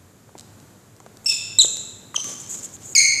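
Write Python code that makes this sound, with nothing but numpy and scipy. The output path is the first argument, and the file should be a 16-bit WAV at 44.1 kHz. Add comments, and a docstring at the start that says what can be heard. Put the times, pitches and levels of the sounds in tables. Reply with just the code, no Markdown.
"""Rubber soles squeak four times on the smooth floor of a large sports hall, heard at one microphone.
Each squeak is a stick-slip tone whose pitch sags as the sole grips; near walls repeat it and the
hall rings on. Soft footfalls, small clicks close by, the hiss of sliding soles and the rub of a
planted foot lie over the room tone, a low ventilation rumble."""
import sys
import numpy as np
from scipy import signal
from scipy.fft import rfft, irfft, next_fast_len
from scipy.io import wavfile
from scipy.ndimage import uniform_filter1d, minimum_filter1d, map_coordinates

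SR = 44100
rng = np.random.default_rng(int(sys.argv[2]) if len(sys.argv) > 2 else 0)


def store_wav(level_fs):
    """Save 16-bit WAV to argv[1]."""
    pcm = np.round(np.clip(np.atleast_2d(level_fs), -1, 1) * 32767)
    wavfile.write(sys.argv[1], SR, pcm.T.astype(np.int16))


N = 141120

# one slide of a sole each (A overlaps B, E runs into F): t/s, slip rate/Hz, level/dB, overtone gain/dB
SLIDE_A = [(1.2585, 2623, -16, -2), (1.265, 2662, -18.5, 7.5), (1.276, 2792, -22, 8.5),
           (1.280, 2636, -24, 11), (1.288, 2548, -13, -3.5), (1.298, 2680, -10.5, 4.5),
           (1.305, 2686, -13.5, -6), (1.324, 2610, -13.5, 1), (1.338, 2530, -19, -28)]
SLIDE_B = [(1.285, 3596, -31, 4), (1.31, 3590, -25.5, -7), (1.325, 3588, -23.5, -17),
           (1.342, 3538, -27, 9.5), (1.355, 3640, -36, -1)]
SLIDE_C = [(1.586, 3910, -22.5, 20), (1.590, 3790, -6, 3.5), (1.5925, 3946, -17, -14),
           (1.595, 4144, -5.5, -16), (1.600, 3900, -3.5, -11), (1.610, 3710, -10.5, 0.5),
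           (1.6185, 3530, -12, 8), (1.622, 3104, -21, 8.5), (1.625, 2820, -35.5, 12)]
SLIDE_D = [(2.153, 3205, -31, 0), (2.159, 3263, -31, 3), (2.162, 3140, -14, -11), (2.1655, 3116, -16, 3.5),
           (2.168, 2770, -24, -2.5), (2.171, 2660, -39, -1)]
SLIDE_E = [(2.951, 2604, -3, 0), (2.953, 2525, -18, 0), (2.956, 2420, -12, 3), (2.959, 2300, -18.5, 5)]
SLIDE_F = [(2.958, 2280, -19.5, -4), (2.965, 2206, -11, -1), (2.973, 2196, -16, -8.5),
           (2.982, 2065, -21.5, 9.5), (2.988, 2172, -18, 5.5), (2.996, 2208, -7, -4.5),
           (3.004, 2222, -7, -29), (3.014, 2128, -19, -19), (3.03, 2150, -41, 1)]
# how each slide reaches the microphone: slide, wall echoes/dB, fundamental to hall/dB,
# overtones to hall/dB, roughness (0-1), rasp/dB, partial levels/dB
SQUEAKS = [ (SLIDE_A, 0, -2.5, -6, 0.47, -22, [-15, -4.5, -15, -28.5, -33.5]),
           (SLIDE_B, -2.2, -0.5, 0.5, 0.61, -11.5, [-8.5, 0, -29]),
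           (SLIDE_C, 1.4, -14.5, -5.5, 0.25, -27.5, [0, -1.2, -27]),
           (SLIDE_D, -1.4, -15, -0.89, 0.226, -15, [-1, 2, -20, -32]),
           (SLIDE_E, -2, 0, -1, .35, -26, [-7, -1, -5, -28, -20]),
           (SLIDE_F, -10, 1.1, -1.6, 0.479, -28, [-2, 1, 5, -6.5, -21.5, -30]), ]
# footfalls: t/s, level/dB, centre f/Hz
FOOTFALLS = [(.291, -46, 890), (0.353, -33, 403), (1.003, -39.5, 705), (1.063, -33.5, 600),
             (1.585, -32.5, 490), (1.645, -22, 460), (2.144, -27, 1070), (2.177, -33.5, 630)]
# small clicks close by: t/s, level/dB
CLICKS = [(0.38, -35), (0.386, -29.5), (0.396, -30.5), (.409, -32.5), (0.601, -44), (.965, -42.5),
          (1.002, -41), (1.063, -41.5), (1.171, -33), (1.77, -23), (2.243, -22), (2.599, -37), (2.645, -31),
          (2.767, -39.5)]
# soles brushing the floor: t/s, length/s, level/dB
SCUFFS = [(1.243, .012, -41.5), (2.143, 0.012, -36.5), (2.392, 0.035, -35.5), (2.483, 0.086, -30),
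          (2.567, 0.035, -36), (2.622, 0.046, -31.5), (2.722, 0.044, -38), (2.826, 0.12, -39)]
# rub of the planted foot: t/s, level/dB
DRAG_LEVEL = [(2.235, -71), (2.245, -44), (2.28, -33.5), (2.35, -40.5), (2.45, -43.5), (2.56, -40),
              (2.7, -46.5), (2.79, -59), (2.82, -46.5), (2.95, -63), (3.1, -78)]
# ventilation noise: t/s, level/dB
VENT_LEVEL = [(0, -51), (.3, -50), (.65, -48.5), (1.0, -50.5), (1.7, -46.5), (2.55, -48.5), (3.2, -44)]
# noise spectra of squeak rasp, clicks, scuffs, drag and ventilation: f/Hz, level/dB
RASP_SPECTRUM = [(1500, -15), (2000, -19), (3000, -0.5), (4200, 0), (8000, 3), (9500, -12), (14000, -27)]
CLICK_SPECTRUM = [(200, -22), (1500, -10), (4000, -1), (7500, 7.5), (10000, -8.5), (14000, -16)]
SCUFF_SPECTRUM = [(300, -15), (2000, -23.5), (3500, -17.5), (5600, -22), (6700, 10), (7800, 4), (9000, -14),
                  (13000, -16.5), (15000, -18)]
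DRAG_SPECTRUM = [(30, -23), (120, 8), (300, 6), (700, -3), (1500, -7.5), (4500, -7.5), (7000, 8.5),
                 (9500, -8.5), (14000, -18)]
VENT_SPECTRUM = [(20, -45), (40, -9), (70, -12.5), (100, 1), (150, -4.5), (280, -9), (550, -15),
                 (950, -20.5), (1450, -21), (2700, -29), (4000, -28.5), (5400, -30), (7200, -22.5),
                 (9000, -31), (14000, -32)]
# echoes off the near walls: delay/s, level/dB
WALL_ECHOES = [(0.0162, -14), (0.0323, -17.5), (0.0371, -11.5), (.053, -34)]
# reverberation time of the hall: f/Hz, T60/s
HALL_T60 = [(150, 0.88), (1000, 1.73), (3000, 1.08), (7000, 0.81), (13000, 0.62)]


def stick_slip(slide, roughness, rasp_db, partials_db, grip_s=0.00091, jitter=0.029, flutter_db=6):
    """Rubber sticks and slips thousands of times a second; returns fundamental and rasping overtones."""
    t = clock()
    times, slip_hz, level_db, overtone_db = np.transpose(slide)
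    gate = np.clip(np.minimum(t - times[0], times[-1] - t) / grip_s, 0, 1)
    level = gate * amp(np.interp(t, times, level_db))
    pitch_hz = np.interp(t, times, slip_hz) * (1 + jitter * roughness * wobble(1100))
    phase = 2 * np.pi * np.cumsum(pitch_hz) / SR
    partials = [amp(db + flutter_db * roughness * wobble(260)) * np.sin(k * phase)
                for k, db in enumerate(partials_db, 1)]
    overtones = amp(np.interp(t, times, overtone_db)) * sum(partials[1:])
    rasp = amp(rasp_db) * noise(RASP_SPECTRUM)
    return level * partials[0], level * (overtones + rasp)


def squeaks():
    """Squeaks, direct and off the walls; the shoe throws low and high tones into the hall differently."""
    out = np.zeros(N)
    for slide, wall_db, low_hall_db, high_hall_db, roughness, rasp_db, partials_db in SQUEAKS:
        fundamental, overtones = stick_slip(slide, roughness, rasp_db, partials_db)
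        direct = fundamental + overtones
        tail = hall(amp(low_hall_db) * fundamental + amp(high_hall_db) * overtones)
        out += direct + amp(wall_db) * walls(direct) + tail
    return out


def sole_pat(centre_hz, width=0.67, dull_hz=2200):
    """The dull band of noise of a soft sole meeting the floor."""
    def response(hz):
        damping = 1j * hz * centre_hz * width
        return damping / (centre_hz ** 2 - hz ** 2 + damping) / (1 + (hz / dull_hz) ** 4)
    return unit(filtered(rng.standard_normal(N), response))


def footfalls(pat_t60_s=0.023, thud_t60_s=0.091, thud_hz=222, thud_db=-14, hall_db=-10.5):
    """Soft soles land: a short pat over a low thud as the floor gives."""
    pats = sum(amp(db) * decay(s, pat_t60_s) * sole_pat(hz) for s, db, hz in FOOTFALLS)
    thud = noise([(thud_hz / 4, -25), (thud_hz / 2, 0), (thud_hz * 2, -3), (thud_hz * 8, -50)])
    thud_level = sum(amp(db + thud_db) * decay(s, thud_t60_s) for s, db, _ in FOOTFALLS)
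    direct = pats + thud_level * thud
    return direct + amp(hall_db) * hall(direct)


def clicks(t60_s=0.0075, hall_db=-10):
    """Small bright clicks close to the microphone, with a little of the hall behind them."""
    direct = sum(amp(db) * decay(s, t60_s) for s, db in CLICKS) * noise(CLICK_SPECTRUM)
    return direct + amp(hall_db) * hall(direct)


def scuffs(rise_s=0.025, fall_s=0.016, grain_db=2, hall_db=-23.5):
    """Soles brush the floor without gripping: a grainy hiss, almost dry."""
    t = clock()
    strokes = np.zeros(N)
    for start, length, db in SCUFFS:
        rise = (t - start) / min(rise_s, length / 4)
        fall = (start + length - t) / min(fall_s, length / 4)
        strokes += amp(db) * np.clip(np.minimum(rise, fall), 0, 1)
    direct = strokes * amp(grain_db * wobble(390)) * noise(SCUFF_SPECTRUM)
    return direct + amp(hall_db) * hall(direct)


def foot_drag(grain_db=2, ring_start_s=2.245, ring_hz=1154, ring_db=-49):
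    """A planted foot drags with a broad rubbing noise; a faint ring follows."""
    t = clock()
    level_db = np.interp(t, *np.transpose(DRAG_LEVEL), left=-120) + grain_db * wobble(220)
    ring = amp(ring_db) * decay(ring_start_s, t60_s=1) * np.sin(2 * np.pi * ring_hz * t)
    return amp(level_db) * noise(DRAG_SPECTRUM) + ring


def walls(x):
    """Distinct early echoes from the near walls."""
    return sum(amp(db) * np.pad(x, (round(s * SR), 0))[:N] for s, db in WALL_ECHOES)


def hall(x, delay_s=0.004, build_s=0.01):
    """The diffuse tail of the hall; the treble dies first."""
    hz, t, spectrum = signal.stft(rng.standard_normal(2 * SR), SR, nperseg=256)
    fade = amp(-60 * t / along(HALL_T60, hz)[:, None])
    tail = signal.istft(spectrum * fade, SR, nperseg=256)[1]
    age = np.maximum(np.arange(len(tail)) / SR - delay_s, 0)
    tail *= 1 - np.exp(-age / build_s)
    return signal.fftconvolve(x, tail / np.linalg.norm(tail))[:N]


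def ventilation(swell_db=0.63, hum_hz=97.4, hum_db=-59.5, waver_db=3):
    """Room tone: the rumble and hiss of the ventilation, with a wavering hum."""
    t = clock()
    hum = amp(hum_db + waver_db * wobble(7.85)) * np.sin(2 * np.pi * hum_hz * t + wobble(8.5))
    level_db = np.interp(t, *np.transpose(VENT_LEVEL)) + swell_db * wobble(4.41)
    return amp(level_db) * noise(VENT_SPECTRUM) + hum


def amp(db):
    """Decibels to gain."""
    return 10 ** (np.asarray(db) / 20)


def unit(x):
    """Scale to rms 1."""
    return x / np.sqrt(np.mean(x ** 2) + 1e-20)


def clock():
    """Time of every sample."""
    return np.arange(N) / SR


def along(points, hz):
    """Interpolate (f/Hz, value) points on a log frequency axis."""
    f, values = np.transpose(points)
    return np.interp(np.log(hz + 1), np.log(f + 1), values)


def wobble(rate):
    """A smooth random curve, rate knots a second."""
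    return map_coordinates(rng.standard_normal(N // 8), [clock() * rate], mode="wrap")


def filtered(x, response):
    """Pass x through a frequency response."""
    size = next_fast_len(N + SR // 2)
    return irfft(rfft(x, size) * response(np.fft.rfftfreq(size, 1 / SR)), size)[:N]


def noise(spectrum):
    """Noise of rms 1 with the given spectrum."""
    return unit(filtered(rng.standard_normal(N), lambda hz: amp(along(spectrum, hz))))


def decay(start_s, t60_s):
    """An envelope that jumps to 1 and dies away."""
    age = clock() - start_s
    return (age >= 0) * amp(-60 * np.maximum(age, 0) / t60_s)


def scene():
    """All sources at one microphone in the hall."""
    return (squeaks() + footfalls() + clicks() + scuffs() + foot_drag() + ventilation())[None]


def record(dry, low_cut_hz=55, ceiling=0.88, limiter_s=0.004, top_hz=13950):
    """The microphone chain: bass roll-off, peak limiter and a steep treble cut."""
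    thinned = filtered(dry[0], lambda hz: 1j * hz / (low_cut_hz + 1j * hz))
    window = round(limiter_s * SR)
    gain = ceiling / np.maximum(np.abs(thinned), ceiling)
    limited = thinned * uniform_filter1d(minimum_filter1d(gain, 2 * window), window)
    return filtered(limited, lambda hz: 1 / np.sqrt(1 + (hz / top_hz) ** 200))[None]


dry = scene()
out = record(dry)
store_wav(out)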